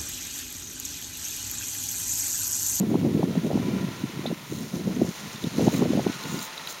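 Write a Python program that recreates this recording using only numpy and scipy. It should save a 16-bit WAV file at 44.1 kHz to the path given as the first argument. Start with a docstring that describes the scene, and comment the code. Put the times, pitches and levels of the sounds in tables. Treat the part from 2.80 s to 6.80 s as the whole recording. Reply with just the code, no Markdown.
"""An open meadow, where gusts buffet a small microphone.
Turbulent eddies thump on its port, quicker and brighter as the wind rises.
Behind them lies a far wash of trees and distant traffic or aircraft, with faint humming peaks,
and something far off whines faintly, perhaps traffic.
Someone walks through the grass with a load: blades rustle, boots swish and the gear ticks."""
import sys
import numpy as np
from scipy import signal
from scipy.fft import rfft, irfft
from scipy.io import wavfile
from scipy.ndimage import map_coordinates

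SR = 44100
rng = np.random.default_rng(int(sys.argv[2]) if len(sys.argv) > 2 else 0)


def transcribe(signal):
    """Save signal, clipped to [-1, 1], as a 16-bit WAV file at the path in sys.argv[1]."""
    frames = np.atleast_2d(signal).T
    limited = np.clip(frames, -1, 1)
    pcm = np.round(limited * 32767).astype(np.int16)
    wavfile.write(sys.argv[1], SR, pcm)


N = 176400


def undb(db):
    """Decibels to amplitude ratio."""
    return 10 ** (np.asarray(db) / 20)


def unit(x):
    """Normalisation to a standard deviation of 1."""
    return x / np.std(x)


def curve(rows):
    """Linear interpolation between (time [s], value) rows."""
    return np.interp(np.arange(N) / SR, *np.array(rows).T)


def walk(hz):
    """Random modulation of spread 1, lying mostly below hz."""
    steps = rng.standard_normal(int(2 * hz * N / SR) + 2)
    return unit(np.interp(np.arange(N) / SR * 2 * hz, np.arange(len(steps)), steps))


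def colour(x, spectrum):
    """Spectral shaping by (frequency [Hz], gain [dB]) rows, at rms 1."""
    hz, db = np.array(spectrum).T
    bin_hz = np.arange(len(x) // 2 + 1) * SR / len(x)
    gain = undb(np.interp(np.log(bin_hz + 1), np.log(hz), db))
    return unit(irfft(rfft(x) * gain, len(x)))


def resonate(x, hz, width_hz):
    """Response of a second-order resonator, at rms 1."""
    return unit(signal.lfilter(*signal.iirpeak(hz, hz / width_hz, fs=SR), x))


def grains(spread_db):
    """Amplitude-modulated noise, as from many tiny contacts of uneven size."""
    return unit(rng.standard_normal(N) * undb(spread_db * walk(2500)))


def add(out, at, sound):
    """Superposition of a short sound, starting at a time in seconds."""
    start = max(int(at * SR), 0)
    out[start:start + len(sound)] += sound[:max(N - start, 0)]


def wind():
    """Frozen turbulence: faster flow sweeps eddies over the port sooner, raising their frequencies."""
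    # wind strength at the microphone (time [s], level [dB])
    gusts = [(0.0, -24), (0.2, -27.5), (0.3, -25.5), (0.48, -26), (0.53, -30.5), (0.58, -25), (0.62, -33.5),
             (0.65, -26), (1.0, -28), (1.11, -33), (1.14, -40.5), (1.24, -33), (1.27, -39.5), (1.44, -34.5),
             (1.52, -31), (1.55, -43), (1.68, -46.5), (1.72, -33), (1.84, -32.5), (1.91, -47.5),
             (1.92, -34), (1.96, -28.5), (2.03, -33.5), (2.06, -28), (2.19, -28.5), (2.25, -25),
             (2.31, -33), (2.33, -55), (2.47, -41.5), (2.51, -48.5), (2.54, -37), (2.59, -50), (2.645, -28),
             (2.675, -29), (2.69, -44), (2.75, -33.5), (2.81, -21.5), (2.885, -24), (2.905, -34),
             (2.94, -24), (2.97, -28), (3.02, -20.5), (3.07, -26.5), (3.19, -24.5), (3.23, -31),
             (3.26, -25), (3.3, -29.5), (3.32, -48), (3.36, -39.5), (3.38, -49.5), (3.45, -38),
             (3.59, -31.5), (3.62, -44.5), (3.7, -60), (3.86, -53), (4.0, -60)]
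    # eddy pressure in a moderate gust (frequency [Hz], relative spectral level [dB])
    spectrum = [(30, -12), (60, -10.5), (100, -6.5), (185, 1), (240, -1), (350, -7.5), (480, -15),
                (800, -27.5), (1300, -48), (2500, -55), (6000, -82)]
    moderate_db, speed_up = -26, 0.14  # twice the moderate pressure adds this fraction of speed
    level_db = curve(gusts) + 2.5 * walk(hz=89.72)
    speed = 1 + speed_up * (undb(level_db - moderate_db) - 1)
    pressure_field = colour(rng.standard_normal(2 * N), spectrum)
    at_port = map_coordinates(pressure_field, [np.cumsum(speed)], order=1, mode="mirror")
    return at_port * undb(level_db + 0.86)


def far_wash():
    """Incoherent summation: trees and distant traffic or aircraft merge into one swelling wash."""
    # far wash, with faint humming peaks at 1-1.9 kHz (frequency [Hz], relative spectral level [dB])
    spectrum = [(30, -35), (200, -5.5), (400, -0.5), (800, -1), (1020, 5.5), (1170, -1), (1400, 3),
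                (1600, -3.5), (1870, 1.5), (2400, -0.5), (3200, -2), (4100, -2), (4700, -8), (6300, -6),
                (8500, -15), (15500, -33)]
    # slow swell of the wash (time [s], relative level [dB])
    swell = [(0, -49.5), (0.7, -46.5), (0.95, -45), (1.45, -45.5), (1.75, -49), (2.1, -48), (2.45, -44.5),
             (2.65, -46), (2.85, -42), (3.08, -43.5), (3.3, -42), (3.8, -42.5), (4, -44)]
    level_db = curve(swell) + 3 + 0.74 * walk(hz=42)
    return colour(grains(spread_db=2.0), spectrum) * undb(level_db)


def footsteps():
    """Friction noise: grass blades rustle throughout and swish as a boot sweeps through."""
    # grass against boots (frequency [Hz], relative spectral level [dB])
    swish_spectrum = [(1500, -24), (4000, 8), (5000, -12), (6700, 12), (8500, 0.5), (12000, -6.5),
                      (15000, 3.5)]
    # sweeps of a boot (peak time [s], duration [s], level [dB])
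    swishes = [(0.103, 0.022, -51.5), (0.666, 0.055, -50), (1.19, 0.032, -50), (1.77, 0.12, -45.5),
               (2.86, 0.074, -47), (2.96, 0.062, -38), (3.528, 0.11, -41), (3.637, 0.046, -34),
               (3.908, 0.029, -37)]
    # softer continuous rustle (frequency [Hz], relative spectral level [dB])
    rustle_spectrum = [(1000, -7), (2500, -30), (3900, 0), (4800, -3.5), (6600, 2), (8500, -10),
                       (15500, -12.5)]
    # envelope of the rustle (time [s], level [dB])
    rustle_level = [(0, -56.5), (1.62, -58), (1.72, -47), (2.1, -50.5), (2.35, -44.5), (2.65, -46.5),
                    (2.88, -40.5), (3.05, -49), (3.6, -44.5), (3.8, -55), (3.9, -40.5), (4, -52)]
    t = np.arange(N) / SR
    sweep = sum(undb(db) * np.exp(-2 * ((t - at) / length) ** 2) for at, length, db in swishes)
    swish = sweep * colour(grains(spread_db=6.5), swish_spectrum)
    rustle_db = curve(rustle_level) + 1.8 * walk(hz=24.1)
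    rustle = undb(rustle_db) * colour(grains(spread_db=4.5), rustle_spectrum)
    return swish + rustle


def eddies():
    """Convected pressure pulses: each strong eddy is one swing; small ones slap, large ones thump."""
    # strong single eddies (time [s], relative peak level [dB], centre frequency [Hz])
    pulses = [(.144, -19.5, 690), (0.155, -9, 290), (0.156, -25, 890), (0.249, -11, 252), (.252, -21, 590),
              (.35, -10, 235), (.396, -14, 324), (.431, -17, 740), (.555, -23, 564), (0.575, -12.5, 207),
              (.705, -20, 553), (.714, -17.5, 570), (.731, -25, 716), (.776, -21.5, 646), (0.885, -15, 278),
              (1.013, -18.5, 209), (1.241, -16.5, 239), (1.395, -22.5, 290), (1.458, -18, 590),
              (1.515, -23, 525), (1.528, -18, 268), (1.725, -23.5, 364), (1.955, -17, 244),
              (2.076, -21.5, 470), (2.217, -15, 550), (2.221, -8, 310), (2.786, -13, 244),
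              (2.796, -16, 580), (2.871, -19, 656), (2.878, -8, 245), (2.883, -12.5, 680),
              (3.024, -20.5, 820), (3.027, -12, 367), (3.057, -17, 510), (3.106, -10, 244),
              (3.135, -15.5, 485), (3.176, -16.5, 533), (3.195, -15.5, 645), (3.267, -12, 343),
              (3.268, -19, 720), (3.299, -19.5, 260)]
    width_cycles = 0.54
    t, out = np.arange(-SR // 20, SR // 20) / SR, np.zeros(N)
    for at, db, hz in pulses:
        envelope = undb(db + 0.5) * np.exp(-0.5 * (t * hz / width_cycles) ** 2)
        swing = np.cos(2 * np.pi * (t * hz + rng.random()))
        add(out, at + t[0], envelope * swing)
    return out


def whine():
    """Amplitude and frequency modulation: far tones swell, waver, sink slowly in pitch and fade."""
    # far tones (peak time [s], 1/e half-width [s], frequency at the peak [Hz], relative level [dB])
    tones = [(.9, .35, 985, -52), (1.03, .22, 1380, -53.5), (1.2, .25, 1915, -56), (.95, .2, 2345, -56),
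             (3.6, .3, 885, -50.5), (3.65, .3, 1066, -56), (3.5, .35, 1243, -53), (3.3, .15, 1480, -54),
             (3.52, .2, 1432, -51), (3.88, .2, 1355, -52), (3.5, .2, 2826, -56)]
    sag_per_s, waver, flicker_db = 0.018, 0.00245, 3
    t, out = np.arange(N) / SR, np.zeros(N)
    for at, half_width, hz, db in tones:
        pitch = hz * (1 - sag_per_s * (t - at) + waver * walk(hz=25))
        swell = np.exp(-((t - at) / half_width) ** 2) * undb(db - 1 + flicker_db * walk(hz=12))
        out += swell * np.sqrt(2) * np.sin(2 * np.pi * np.cumsum(pitch) / SR)
    return out


def gear():
    """Damped resonance: each dry tick of the load is a broadband crack and a quickly dying ring."""
    # ticks of the gear (time [s], relative level [dB], centre frequency [Hz], decay time [s])
    ticks = [(1.462, -26, 3620, 0.0072), (1.471, -29.5, 3850, 0.0087), (1.774, -33, 3460, 0.0023),
             (1.955, -28, 6160, 0.0025), (1.955, -36, 11800, 0.0027), (2.149, -29, 6300, 0.0038),
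             (2.557, -31, 3720, 0.0065), (2.64, -22, 3600, 0.0025), (2.781, -27, 4030, 0.0037),
             (2.943, -19.5, 1900, 0.0022), (3.436, -23.5, 3970, 0.0023), (3.591, -21.5, 4800, 0.0017),
             (3.778, -27.5, 3870, 0.0048), (3.875, -28, 2980, .004), (3.873, -17, 3850, 0.0029)]
    width_hz, crack_db, crack_decay_s = 640, -8.5, 0.0018
    t, out = np.arange(SR // 10) / SR, np.zeros(N)
    for at, db, hz, decay in ticks:
        noise = rng.standard_normal(len(t))
        ring = resonate(resonate(noise, hz, width_hz), hz, width_hz) * np.exp(-t / decay)
        crack = undb(crack_db) * noise * np.exp(-t / crack_decay_s)
        add(out, at, undb(db - 5) * (ring + crack))
    return out


def scene():
    """Superposition at one microphone, whose port acts as a high-pass filter on the wind pressure."""
    port_hz, self_noise_db = 106.8, -50.5
    port = signal.butter(3, port_hz, "high", fs=SR, output="sos")
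    buffeting = signal.sosfilt(port, wind() + eddies())
    self_noise = undb(self_noise_db) * rng.standard_normal(N)
    return (buffeting + far_wash() + footsteps() + whine() + gear() + self_noise)[None]


def record(dry):
    """Frequency response: the microphone has a narrow treble notch; the recorder limits the bandwidth."""
    notch_hz, notch_width_hz, cutoff_hz = 7850, 700, 15800
    notched = signal.lfilter(*signal.iirnotch(notch_hz, notch_hz / notch_width_hz, fs=SR), dry)
    low_pass = signal.ellip(10, 0.2, 80, cutoff_hz, fs=SR, output="sos")
    return signal.sosfilt(low_pass, notched)


dry = scene()
out = record(dry)
transcribe(out)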